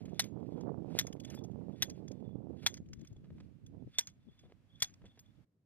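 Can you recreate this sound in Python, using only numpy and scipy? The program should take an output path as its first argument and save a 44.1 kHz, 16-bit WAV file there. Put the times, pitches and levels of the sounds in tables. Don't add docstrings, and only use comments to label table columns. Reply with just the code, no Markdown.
import sys
import numpy as np
from scipy import signal
from scipy.fft import rfft, irfft
from scipy.io import wavfile
from scipy.ndimage import uniform_filter1d

SR = 44100
rng = np.random.default_rng(int(sys.argv[2]) if len(sys.argv) > 2 else 0)


def how_loud(loudness_db):
    steps = np.asarray(loudness_db, float) / 20
    return 10 ** steps


def int16_out(signal):
    q = np.round(np.clip(np.atleast_2d(signal).T, -1, 1) * 32767)
    wavfile.write(sys.argv[1], SR, q.astype(np.int16))


N = 249165

CUT_S = 5.452
PORT_LAG_SAMPLES = 3.73

# (frequency [Hz], level [dB])
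DESERT_AIR = [(18, -31), (30, -5), (86, -3.5), (266, -2.5), (437, -20), (526, -16), (1010, -24),
              (2680, -28.5), (3400, -33), (3980, -34), (16000, -48.5)]
DESERT_AIR_DB = -72
# (frequency [Hz], level [dB])
QUIET_AIR = [(18, -50.5), (30, -25), (100, 4.5), (145, 4), (584, -17), (822, -27), (1190, -30), (3000, -39),
             (16000, -51)]
QUIET_AIR_DB = -73.5

# (time [s], level [dB])
GUSTS = [(0.0, -41), (0.12, -41.5), (0.2, -43.5), (0.32, -39.5), (0.55, -38.5), (0.7, -35), (0.82, -39),
         (0.96, -38.5), (1.15, -44), (1.5, -39), (1.85, -43), (2.33, -42), (2.6, -42.5), (3.0, -56.5),
         (3.4, -48.5), (3.58, -53.5), (3.83, -44), (3.93, -64)]
# (time [s], half length [s], level [dB])
RIGHT_PUFFS = [(1.7, 0.019, -43.5), (2.502, 0.01, -40.5), (4.104, 0.076, -59.5), (4.267, 0.026, -62.5),
               (4.465, 0.02, -56.5), (4.55, 0.02, -58.5), (4.752, 0.037, -56.5), (5.038, 0.066, -56.5),
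               (5.283, 0.02, -53), (5.397, 0.038, -56.5)]
# (time [s], half length [s], level [dB])
LEFT_PUFFS = [(0.051, 0.043, -53), (0.6, .1, -67), (0.7, 0.031, -59.5), (1.931, 0.028, -47.5),
              (1.999, 0.019, -63), (2.36, .04, -68), (2.85, 0.12, -48.5), (2.979, 0.1, -44),
              (3.141, 0.044, -44.5), (3.333, 0.12, -47.5), (3.69, 0.078, -53.5), (3.87, 0.031, -45.5),
              (4.15, 0.089, -64), (4.299, 0.049, -51), (4.46, 0.032, -52.5), (4.93, 0.042, -56),
              (5.05, 0.054, -56)]
LEE_CALM_DB = -70.5
SHARP_SLOPE, SHARP_DB = 0.859, 22
# (time [s], peak [dB], time scale [ms])
SLAPS = [(0.131, -35, 0.61), (0.427, -37.5, 0.48), (0.489, -35.5, 0.56), (0.522, -35, 0.61),
         (0.612, -37, 0.56), (0.679, -32.5, 0.46), (0.691, -35, 0.45), (0.717, -33, 0.55),
         (0.742, -36.5, 0.41), (0.967, -32, 0.55), (1.139, -44.5, 0.66), (1.151, -36, 0.55),
         (0.845, -36.5, 0.54), (0.95, -26, 0.57), (1.049, -34, 0.57), (1.169, -40.5, 0.73),
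         (1.557, -40, 0.48), (1.682, -33.5, 0.59), (2.109, -32.5, 0.74), (2.277, -32, 0.97),
         (2.355, -28.5, 0.93), (2.469, -41.5, 0.5), (2.505, -33, 0.78), (2.801, -38.5, 1),
         (3.873, -40, 0.9)]

# (time [s], peak [dB], grit [dB], length [ms])
SCUFFS = [(0.078, -50.5, -8, 7.6), (1.342, -43, 2, 3.7), (1.376, -28.5, -9, 1.5), (3.16, -47, -13, 8.5),
          (3.242, -64.5, 2, 11.3), (3.303, -51.5, -3, 2.8), (3.381, -49.5, -2, 3), (3.401, -52.5, 5.5, 5),
          (4.098, -63.5, 19, 4.8), (4.436, -53.5, -9, 5.1), (4.447, -67.5, -5, 31), (4.497, -66, -1.5, 15),
          (4.521, -50.5, -0.5, 2.4), (5.018, -53, -2.5, 3.2), (5.04, -47, -10, 9.5),
          (5.054, -64.5, 10, 15.4), (5.174, -57.5, 0, 5.9)]
# (frequency [Hz], level [dB])
SOIL = [(80, -19.5), (400, 5), (1200, -11), (3500, -16.5), (8000, -33.5), (16000, -73)]

ROD_HZ = [4250, 5040, 5950, 6630, 7500, 8520, 9470, 10500, 11600, 12700, 13800, 14400]
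# (level [dB], time to fall 60 dB [s])
ROD_RING = [(-5.5, .07), (-3, 0.076), (-9, 0.079), (2, .09), (-8.5, 0.06), (-6.5, 0.087), (-4, 0.057),
            (-4.5, .09), (-4.5, 0.05), (-7, .09), (-5, .1), (-13.5, 0.14)]
# (frequency [Hz], level [dB], time to fall 60 dB [s])
LINGER = [(2440, -28.5, 0.079), (3390, -17.5, .12), (5440, -28.5, 0.16), (5500, -25, 0.077),
          (6583, -23.5, 0.23), (8470, -24, 0.093), (9450, -29, 0.052), (11000, -29.5, 0.088),
          (11500, -31.5, 0.051), (14500, -27, 0.097)]
TICK_RING_DB = 3
# (time [s], level [dB], treble [dB])
CHIMES = [(0.054, -79, -23), (0.243, -67.5, 1), (1.069, -67, -1.5), (1.125, -72, 6), (1.201, -71, -10),
          (1.248, -69, -6), (1.3, -62, 3), (1.3456, -60, -8), (1.439, -75, -1), (1.897, -68.5, -14.5),
          (2.081, -74, -10), (2.114, -81, -4), (2.743, -77, -8), (2.77, -85, -10), (2.932, -90, -5.5),
          (3.01, -84, -7), (3.048, -84, -2), (3.072, -71.5, -2), (3.664, -81.5, -8), (4.393, -75, -11),
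          (5.191, -67, 3.5)]

# (frequency [Hz], level [dB], time to fall 60 dB [s])
SLEEVE = [
    (3420, 2.5, 0.0044),
    (3663, -6, 0.017),
]
# (frequency [Hz], level [dB], time to fall 60 dB [s])
LOOSE = [(2207, -10.5, 0.025), (3180, -1.5, 0.028), (4600, -6, 0.1), (5465, -3, 0.021), (5683, 2, 0.016),
         (6600, 6, 0.12), (7320, -13.5, 0.019), (8460, -3.5, 0.017), (9900, -13, 0.016),
         (10500, -13, 0.032), (12100, -15, 0.016), (12500, -24, 0.081), (13900, -22, 0.12),
         (13300, -12, 0.059)]
LONGEST_T60_S = 0.07
# (frequency [Hz], level [dB])
TAP = [(500, -36.5), (1200, -14), (2200, -4), (3500, -9.5), (6000, 8), (8600, -25.5), (11500, -33.5),
       (14000, -32.5), (14800, -43.5), (16000, -60.5)]
# (time [s], peak [dB], sleeve ring [dB], treble [dB], contact [ms])
BOUNCES = [(0.1449, -64.5, 16.5, 14.5, 1.8), (0.22, -46, 0.5, -3, 3.8), (0.2418, -49, -2, -3, 3.1),
           (1.0113, -41.5, -13, -8.5, 3.8), (1.0687, -44.5, -28, -1, 4.4), (1.8973, -47.5, -25, 3.5, 6.6),
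           (1.91, -60, -10, -10, 2.4), (2.742, -43.5, -27, 1, 1.9), (2.77, -56.5, -14, -13.5, 13),
           (4.01, -46, -31.5, 2, 2.5), (4.072, -43, -5, 4.5, 1.2), (4.0873, -61, 0, -13, 6.7),
           (4.7574, -67.5, 23, -4.5, 5.07), (4.803, -51.5, 10, -5, 6.2), (4.8449, -38.5, 8, -2.5, 2.6),
           (4.9392, -61.5, 7, -6, 5.1)]
# (time [s], peak [dB], sleeve ring [dB], treble [dB])
RATTLES = [(0.0537, -59, -38, -16), (0.609, -62, -30, -9), (1.1262, -50.5, -3, -24),
           (1.2, -52.5, 1.5, -14.5), (1.248, -49.5, 8, -7), (1.3008, -51.5, -18, -8.5),
           (1.3455, -62.5, -13, 0), (1.388, -59.5, 18, 5), (1.4387, -59.5, 4.5, 0), (2.08, -54.5, 5, -4),
           (2.1147, -58.5, -13, -3), (2.8866, -71.5, -9, -7.5), (2.932, -51.5, -25, -5),
           (3.0114, -65, -34, -10.5), (3.048, -64.5, -18, -12), (3.072, -59.5, 7, -0.5),
           (3.1646, -70, 19.5, -3.5), (3.6634, -62.5, 10.5, 1), (4.3915, -62, 17, -7.5),
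           (5.063, -62.5, 31, -23), (5.1917, -58.5, 8, -3.5), (5.2603, -70.5, 21, -5),
           (0.0287, -76, -10, -20), (0.0925, -70, -9, -18), (1.164, -70, -10, -38),
           (1.2362, -61.5, -2, -32), (1.2887, -66, 14, -20), (1.3363, -64, -1, -15), (1.3698, -64, 14, -14),
           (1.4465, -62.5, -6, -1), (1.514, -72.5, -7, -25), (2.7343, -65.5, -20, 4),
           (2.8598, -72, -9.5, -21), (2.9937, -70, -8, -4), (3.128, -71.5, -5, -15)]
RATTLE_CONTACT_MS = 7.1

# (frequency [Hz], level [dB])
SCRAPE = [(700, -31), (1300, -11), (2300, -7.5), (4500, -10), (6600, -20.5), (10400, -31.5), (16000, -44)]
# (time [s], half length [s], scrape [dB], sleeve ring [dB])
LIFTS = [(0.096, 0.12, -71.5, -98), (0.235, 0.048, -59.5, -69), (0.543, 0.16, -76, -85),
         (1.318, 0.072, -66, -69), (1.96, 0.055, -76.5, -86.5), (2.222, 0.13, -82, -86),
         (1.536, 0.21, -84, -93.5), (3.031, 0.075, -75, -81.5), (3.152, 0.064, -93.5, -84.5),
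         (3.411, 0.06, -81, -102.5), (4.302, 0.11, -80.5, -78.5), (4.426, 0.073, -82, -82),
         (4.752, 0.04, -88.5, -68), (4.866, 0.047, -64.5, -87), (5.155, 0.084, -79.5, -78.5),
         (5.273, 0.055, -87, -79.5), (5.361, 0.058, -94, -88)]
# (scrape [dB], sleeve ring [dB])
DROPS = [
    (-61.5, -66.5),
    (-54.5, -69),
    (-58.5, -71),
    (-57, -69.5),
    (-62, -67.5),
    (-65, -67),
]
DROP_RISE_DB_PER_S, DROP_FADE_DB_PER_S = 211.5, 262
SLIDE_REST_DB = -100

# (time [s], peak [dB], sleeve ring [dB], thud [dB], treble [dB])
BLOWS = [
    (0.194, -21.5, -11.5, -16, -0.5),
    (0.9882, -21, -7, -16, 5),
    (1.8221, -22, -9, -34, 1),
    (2.6627, -16.5, 0.5, -17, -1.5),
    (3.9845, -19, 3, -22.5, 4.5),
    (4.822, -20, -4, -16, 2.5),
]
LANDING_HZ = (750, 1600, 3500, 8500, 13500)
# (knock [dB], body [dB], shank [dB], edge [dB])
LANDINGS = [
    (-3.5, -4.5, -0.5, 1),
    (0.5, -2, -3, -0.5),
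    (-5, -3.5, -5, 4.5),
    (-2.5, 0.5, 0, 0),
    (2, 3, 6.5, -0.5),
    (0, -3.5, -1.5, -1),
]
# (frequency [Hz], level [dB])
CRACK = [(300, -35), (500, -23), (750, -10.5), (1200, -17), (2000, -8.5), (2800, -15), (3500, -8.5),
         (5000, -12), (6500, -9), (8600, -24), (13800, -23.5), (15300, -24), (16000, -44)]
# (frequency [Hz], level [dB], time to fall 60 dB [s])
STEEL = [(4091, -9.5, 0.084), (3860, 0, 0.084), (4200, -7.5, 0.08), (4820, -4.5, 0.074),
         (5270, -8.5, 0.093), (6600, -4, 0.073), (6820, -4.5, 0.2), (6860, -10, 0.085), (7060, -12, 0.1),
         (8300, -3.5, 0.015), (8570, -0.5, 0.059), (9800, -11, 0.035), (9960, -4.5, 0.059),
         (9200, -11, 0.081), (12300, -5, 0.0091), (10500, -15.5, 0.073), (11940, -15.5, 0.069),
         (11600, -17, 0.052), (16160, -20, 0.036)]
COLLAR_HZ, COLLAR_DB, COLLAR_T60_S = 6480, -12.5, 0.03

RELAND_MS, RELAND_DB = 5.4, -4
RELAND_ABOVE_HZ = 1600
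# (frequency [Hz], level against the left port [dB])
SHADE = [(800, 2), (1300, 3.5), (1850, 4.5), (2600, 4), (3500, 0.5), (6000, 3), (11500, 0), (14000, -3)]


def highpass(x, order, hz):
    return signal.sosfilt(signal.butter(order, hz, "high", fs=SR, output="sos"), x)


def colour(x, spectrum, tilt_db=0):
    hz = np.fft.rfftfreq(x.shape[-1], 1 / SR) + 1
    points = np.array(spectrum)
    db = np.interp(np.log(hz), np.log(points[:, 0]), points[:, 1])
    db = db + tilt_db * np.log(hz / 3500) / np.log(4)
    y = irfft(rfft(x) * how_loud(db), x.shape[-1])
    return y / np.sqrt(np.mean(y ** 2))


def walk(rate):
    k = int(SR / rate)
    held = np.repeat(rng.standard_normal(N // k + 1), k)
    return 1.3 * uniform_filter1d(uniform_filter1d(held, k), k)[:N]


def add(out, x, s):
    i = int(s * SR)
    out[..., i:i + x.shape[-1]] += x[..., :N - i]


def later(x, samples):
    return irfft(rfft(x) * np.exp(-2j * np.pi * np.fft.rfftfreq(N) * samples), N)


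def swells(rest_db, s, half_s, db):
    away = (np.arange(0, N, 32)[:, None] / SR - s) / half_s
    power = np.sum(how_loud(db - 9.5 * np.minimum(away ** 2, 20)) ** 2, axis=1)
    return 10 * np.log10(how_loud(rest_db) ** 2 + np.repeat(power, 32)[:N])


def ring(modes, t, scatter_db, tilt_db=0, damp=1.0):
    hz, db, t60 = np.array(modes).T[:, :, None]
    chance = rng.standard_normal((2, len(modes), 1))
    gain = how_loud(db + scatter_db * chance[0] + tilt_db * np.log(hz / 3500) / np.log(4))
    decay = how_loud(-60 * t / (damp * np.minimum(t60, LONGEST_T60_S)))
    y = np.sum(gain * np.sin(2 * np.pi * (hz * t + chance[1])) * decay, axis=0)
    return y / np.sqrt(np.sum(y ** 2))


def air(spectrum, db):
    mid, side = rng.standard_normal((2, N))
    side = highpass(side, 1, 900)
    return colour(np.array([mid + side, mid - side]), spectrum) * how_loud(db + 1.5 * walk(6))


def wind(gust_db, sharp_db, flurry_db):
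    out = np.zeros(N)
    chance = rng.random((5000, 4))
    flutter_db = flurry_db * walk(30)
    for when, size, width, sign in chance:
        i = int(when * N)
        ms = 1.56 * how_loud(-0.4 * (sharp_db[i] + 12) - 10.46 * width ** 1.352 - 0.4 * flutter_db[i])
        u = np.arange(-5, 5, 1000 / (ms * SR))
        grain = u / np.cosh(1.08 * u) ** 2 * np.sign(sign - 0.5) * ms ** 0.74
        add(out, grain * how_loud(-2.2 * np.log(1 - size)), i / SR)
    out = highpass(out, 2, 95) * how_loud(flutter_db)
    even = uniform_filter1d(uniform_filter1d(out ** 2, size=3500), size=3500)
    return out / np.sqrt(even) * how_loud(gust_db)


def slaps():
    out = np.zeros(N)
    t_ms = np.arange(-220, 220) / SR * 1000
    for s, peak_db, ms in SLAPS:
        u = t_ms / ms
        add(out, u / np.cosh(0.96 * u) ** 2 * how_loud(peak_db + 10), s - 0.003)
    return out


def scuffs():
    out, t = np.zeros(N), np.arange(4000) / SR
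    for s, peak_db, grit_db, ms in SCUFFS:
        grit = rng.standard_normal(len(t)) * how_loud(9.0 * rng.standard_normal(len(t)))
        shape = np.minimum(t / 0.0041, 1) * np.exp(-1000 * t / ms)
        add(out, colour(grit, SOIL, grit_db) * shape * how_loud(peak_db - 2), s - 0.001)
    return out


def linger():
    out, t = np.zeros(N), np.arange(6000) / SR
    hz, db, t60 = np.array(LINGER).T[:, :, None]
    hits = [row[:2] for row in BLOWS]
    hits += [(row[0], row[1] + TICK_RING_DB) for row in BOUNCES + RATTLES]
    for s, peak_db in hits:
        flutter = uniform_filter1d(rng.standard_normal((len(hz), len(t))), size=260) * 16
        gain = how_loud(peak_db + db - 6.0 - 60 * t / t60)
        add(out, np.sum(flutter * np.sin(2 * np.pi * hz * t) * gain, axis=0), s)
    return out


def chimes():
    out, t = np.zeros(N), np.arange(6000) / SR
    hz, db, t60 = np.column_stack([ROD_HZ, ROD_RING]).T[:, :, None]
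    for s, peak_db, treble_db in CHIMES:
        chance = rng.standard_normal((2, len(hz), 1))
        tone_db = peak_db + db + 4.5 * chance[0] + treble_db * np.log(hz / 7000) / np.log(2)
        gain = how_loud(tone_db - 75 * t / t60)
        flutter = 1 + 12 * uniform_filter1d(rng.standard_normal((len(hz), len(t))), size=400)
        tones = np.sum(flutter * gain * np.sin(2 * np.pi * (hz * t + chance[1])), axis=0)
        add(out, np.minimum(t / 0.0045, 1) * tones, s)
    return out


def slide_db(drop_db, lift_db):
    late = np.arange(N)[:, None] / SR - np.transpose(BLOWS)[0]
    drops = how_loud(drop_db + np.where(late < 0, DROP_RISE_DB_PER_S, -DROP_FADE_DB_PER_S) * late)
    s, half_s = np.transpose(LIFTS)[:2]
    lifts = how_loud(swells(SLIDE_REST_DB, s, half_s, lift_db))
    return 20 * np.log10(np.hypot(np.sum(drops, axis=1), lifts))


def sliding():
    drop_scrape, drop_ring = np.transpose(DROPS)
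    lift_scrape, lift_ring = np.transpose(LIFTS)[2:]
    scrape_db = slide_db(drop_scrape, lift_scrape)
    ring_db = slide_db(drop_ring, lift_ring)
    t, now = np.arange(6000) / SR, np.arange(N) / SR
    rough_db = 4 * np.clip(walk(90), -3, 1.3) + 4 * rng.standard_normal(N)
    grit = rng.standard_normal((2, N)) * how_loud(rough_db)
    pitch = 3440 * (1 + 0.012 * walk(25) + 0.025 * walk(500))
    sing = np.sin(2 * np.pi * np.cumsum(pitch) / SR) * how_loud(5.5 * walk(45) + 4.0 * walk(160))
    rod = ring(np.column_stack([ROD_HZ, ROD_RING]), t, 2.0, -6)
    shiver = signal.fftconvolve(grit[1], rod)[:N]
    scrape = colour(grit[0], SCRAPE) + how_loud(-11.5) * shiver / np.std(shiver)
    slide = scrape * how_loud(scrape_db - 8.5) + sing / np.std(sing) * how_loud(ring_db - 4.5)
    return slide * (now < CUT_S)


def strike(spectrum, modes, modes_db, ring_db, treble_db, contact_ms, tail_db, tail_t60, free):
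    t = np.arange(6000) / SR
    push = np.minimum(t / 0.0005, 1) * np.exp(-(1000 * t / contact_ms) ** 4)
    clicks = rng.standard_normal((2, len(t))) * how_loud(2.5 * rng.standard_normal(len(t)))
    chatter = clicks[0] * push
    crack = colour(clicks[0], spectrum, treble_db) * (push + how_loud(-3.5 - 60 * t / 0.053))
    steel = signal.fftconvolve(chatter, ring(modes, t, 2.4, treble_db, damp=0.19))[:len(t)]
    steel = steel * 3 / np.max(np.abs(steel))
    drive = push * np.sin(2 * np.pi * SLEEVE[0][0] * t) + 0.3 * chatter
    sleeve = signal.fftconvolve(drive, ring(SLEEVE, t, 2.0, damp=free))[:len(t)]
    sleeve = sleeve * 3 / np.max(np.abs(sleeve))
    tail = colour(clicks[1], spectrum, treble_db - 11.5)
    tail = colour(tail, [(13800, -1), (15000, -17.5)])
    tail = tail * np.minimum(t / 0.0053, 1) * how_loud(tail_db - 60 * t / tail_t60)
    y = crack + how_loud(modes_db) * steel + how_loud(ring_db) * sleeve + tail
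    return y / np.max(uniform_filter1d(np.abs(y), size=88))


def ticks():
    out = np.zeros(N)
    touches = BOUNCES + [(*row, RATTLE_CONTACT_MS) for row in RATTLES]
    for s, peak_db, ring_db, treble_db, contact_ms in touches:
        tick = strike(TAP, LOOSE, 0.42, ring_db - 11.5, treble_db, contact_ms,
                      tail_db=-8, tail_t60=0.07, free=0.82)
        add(out, tick * how_loud(peak_db - 5.5), s - 0.0004)
    return out


def blows():
    out, t = np.zeros(N), np.arange(6000) / SR
    for row, (knock, body, shank, edge) in zip(BLOWS, LANDINGS):
        s, peak_db, ring_db, thud_db, treble_db = row
        clamp = np.sin(2 * np.pi * 760 * t) * how_loud(-60 * t / 0.011)
        thump = how_loud(-1.5) * np.sin(2 * np.pi * 125 * t) * how_loud(-60 * t / 0.044)
        collar = np.sin(2 * np.pi * COLLAR_HZ * t) * how_loud(COLLAR_DB - 60 * t / COLLAR_T60_S)
        hit = strike(CRACK, STEEL, -8.0, ring_db, treble_db, contact_ms=4.4,
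                     tail_db=-24.0, tail_t60=0.13, free=0.84)
        blow = hit + how_loud(thud_db) * (clamp + thump) + collar
        landing = list(zip(LANDING_HZ, (knock, body, 0, shank, edge)))
        blow = colour(np.roll(blow, 88), landing) * np.std(blow)
        add(out, blow * how_loud(peak_db - 4.5), s - 0.0019)
    return out


def reland(x, shared):
    t = np.arange(90) / SR
    facets = (shared + 0.45 * rng.standard_normal(len(t))) * np.exp(-t / 0.0014)
    again = signal.fftconvolve(x, facets / np.sqrt(np.sum(facets ** 2)))[:N]
    again = np.roll(again, int(RELAND_MS * SR / 1000))
    return x + how_loud(RELAND_DB) * highpass(again, 2, RELAND_ABOVE_HZ)


def scene():
    now = np.arange(N) / SR
    before = np.clip((CUT_S - now) / 0.0097, 0, 1)
    airs = before * air(DESERT_AIR, DESERT_AIR_DB) + (1 - before) * air(QUIET_AIR, QUIET_AIR_DB)

    left_db = swells(LEE_CALM_DB, *np.transpose(LEFT_PUFFS))
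    right_db = swells(np.interp(now, *np.transpose(GUSTS)), *np.transpose(RIGHT_PUFFS))
    lee = wind(left_db - 1.5, np.full(N, -27.0), flurry_db=5.5)
    exposed = wind(right_db, SHARP_SLOPE * right_db + SHARP_DB, flurry_db=2.5) + slaps()

    near = np.array([blows(), ticks() + sliding() + scuffs()])
    shaded = colour(near, SHADE) * np.std(near)
    facets = 3 * (0.4 * rng.standard_normal(90) + (np.arange(90) == 0))
    left = how_loud(2.3) * (reland(near[0], facets) + how_loud(3.0) * near[1])
    right = how_loud(2.22) * later(reland(shaded[0], facets) + how_loud(4.0) * shaded[1], PORT_LAG_SAMPLES)
    rod = linger() + chimes()
    left = left + rod + lee
    right = right + later(rod, PORT_LAG_SAMPLES) + exposed
    return before * np.array([left, right]) + airs


def band_limit(x):
    return signal.sosfilt(signal.butter(12, 16420, fs=SR, output="sos"), x)


def record(dry):
    soft = 0.17 * np.tanh(highpass(dry, 1, 50) / 0.17)
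    mix = signal.sosfilt(signal.cheby1(8, 1, 14900, fs=SR, output="sos"), soft)
    return band_limit(mix)


dry = scene()
out = record(dry)
int16_out(out)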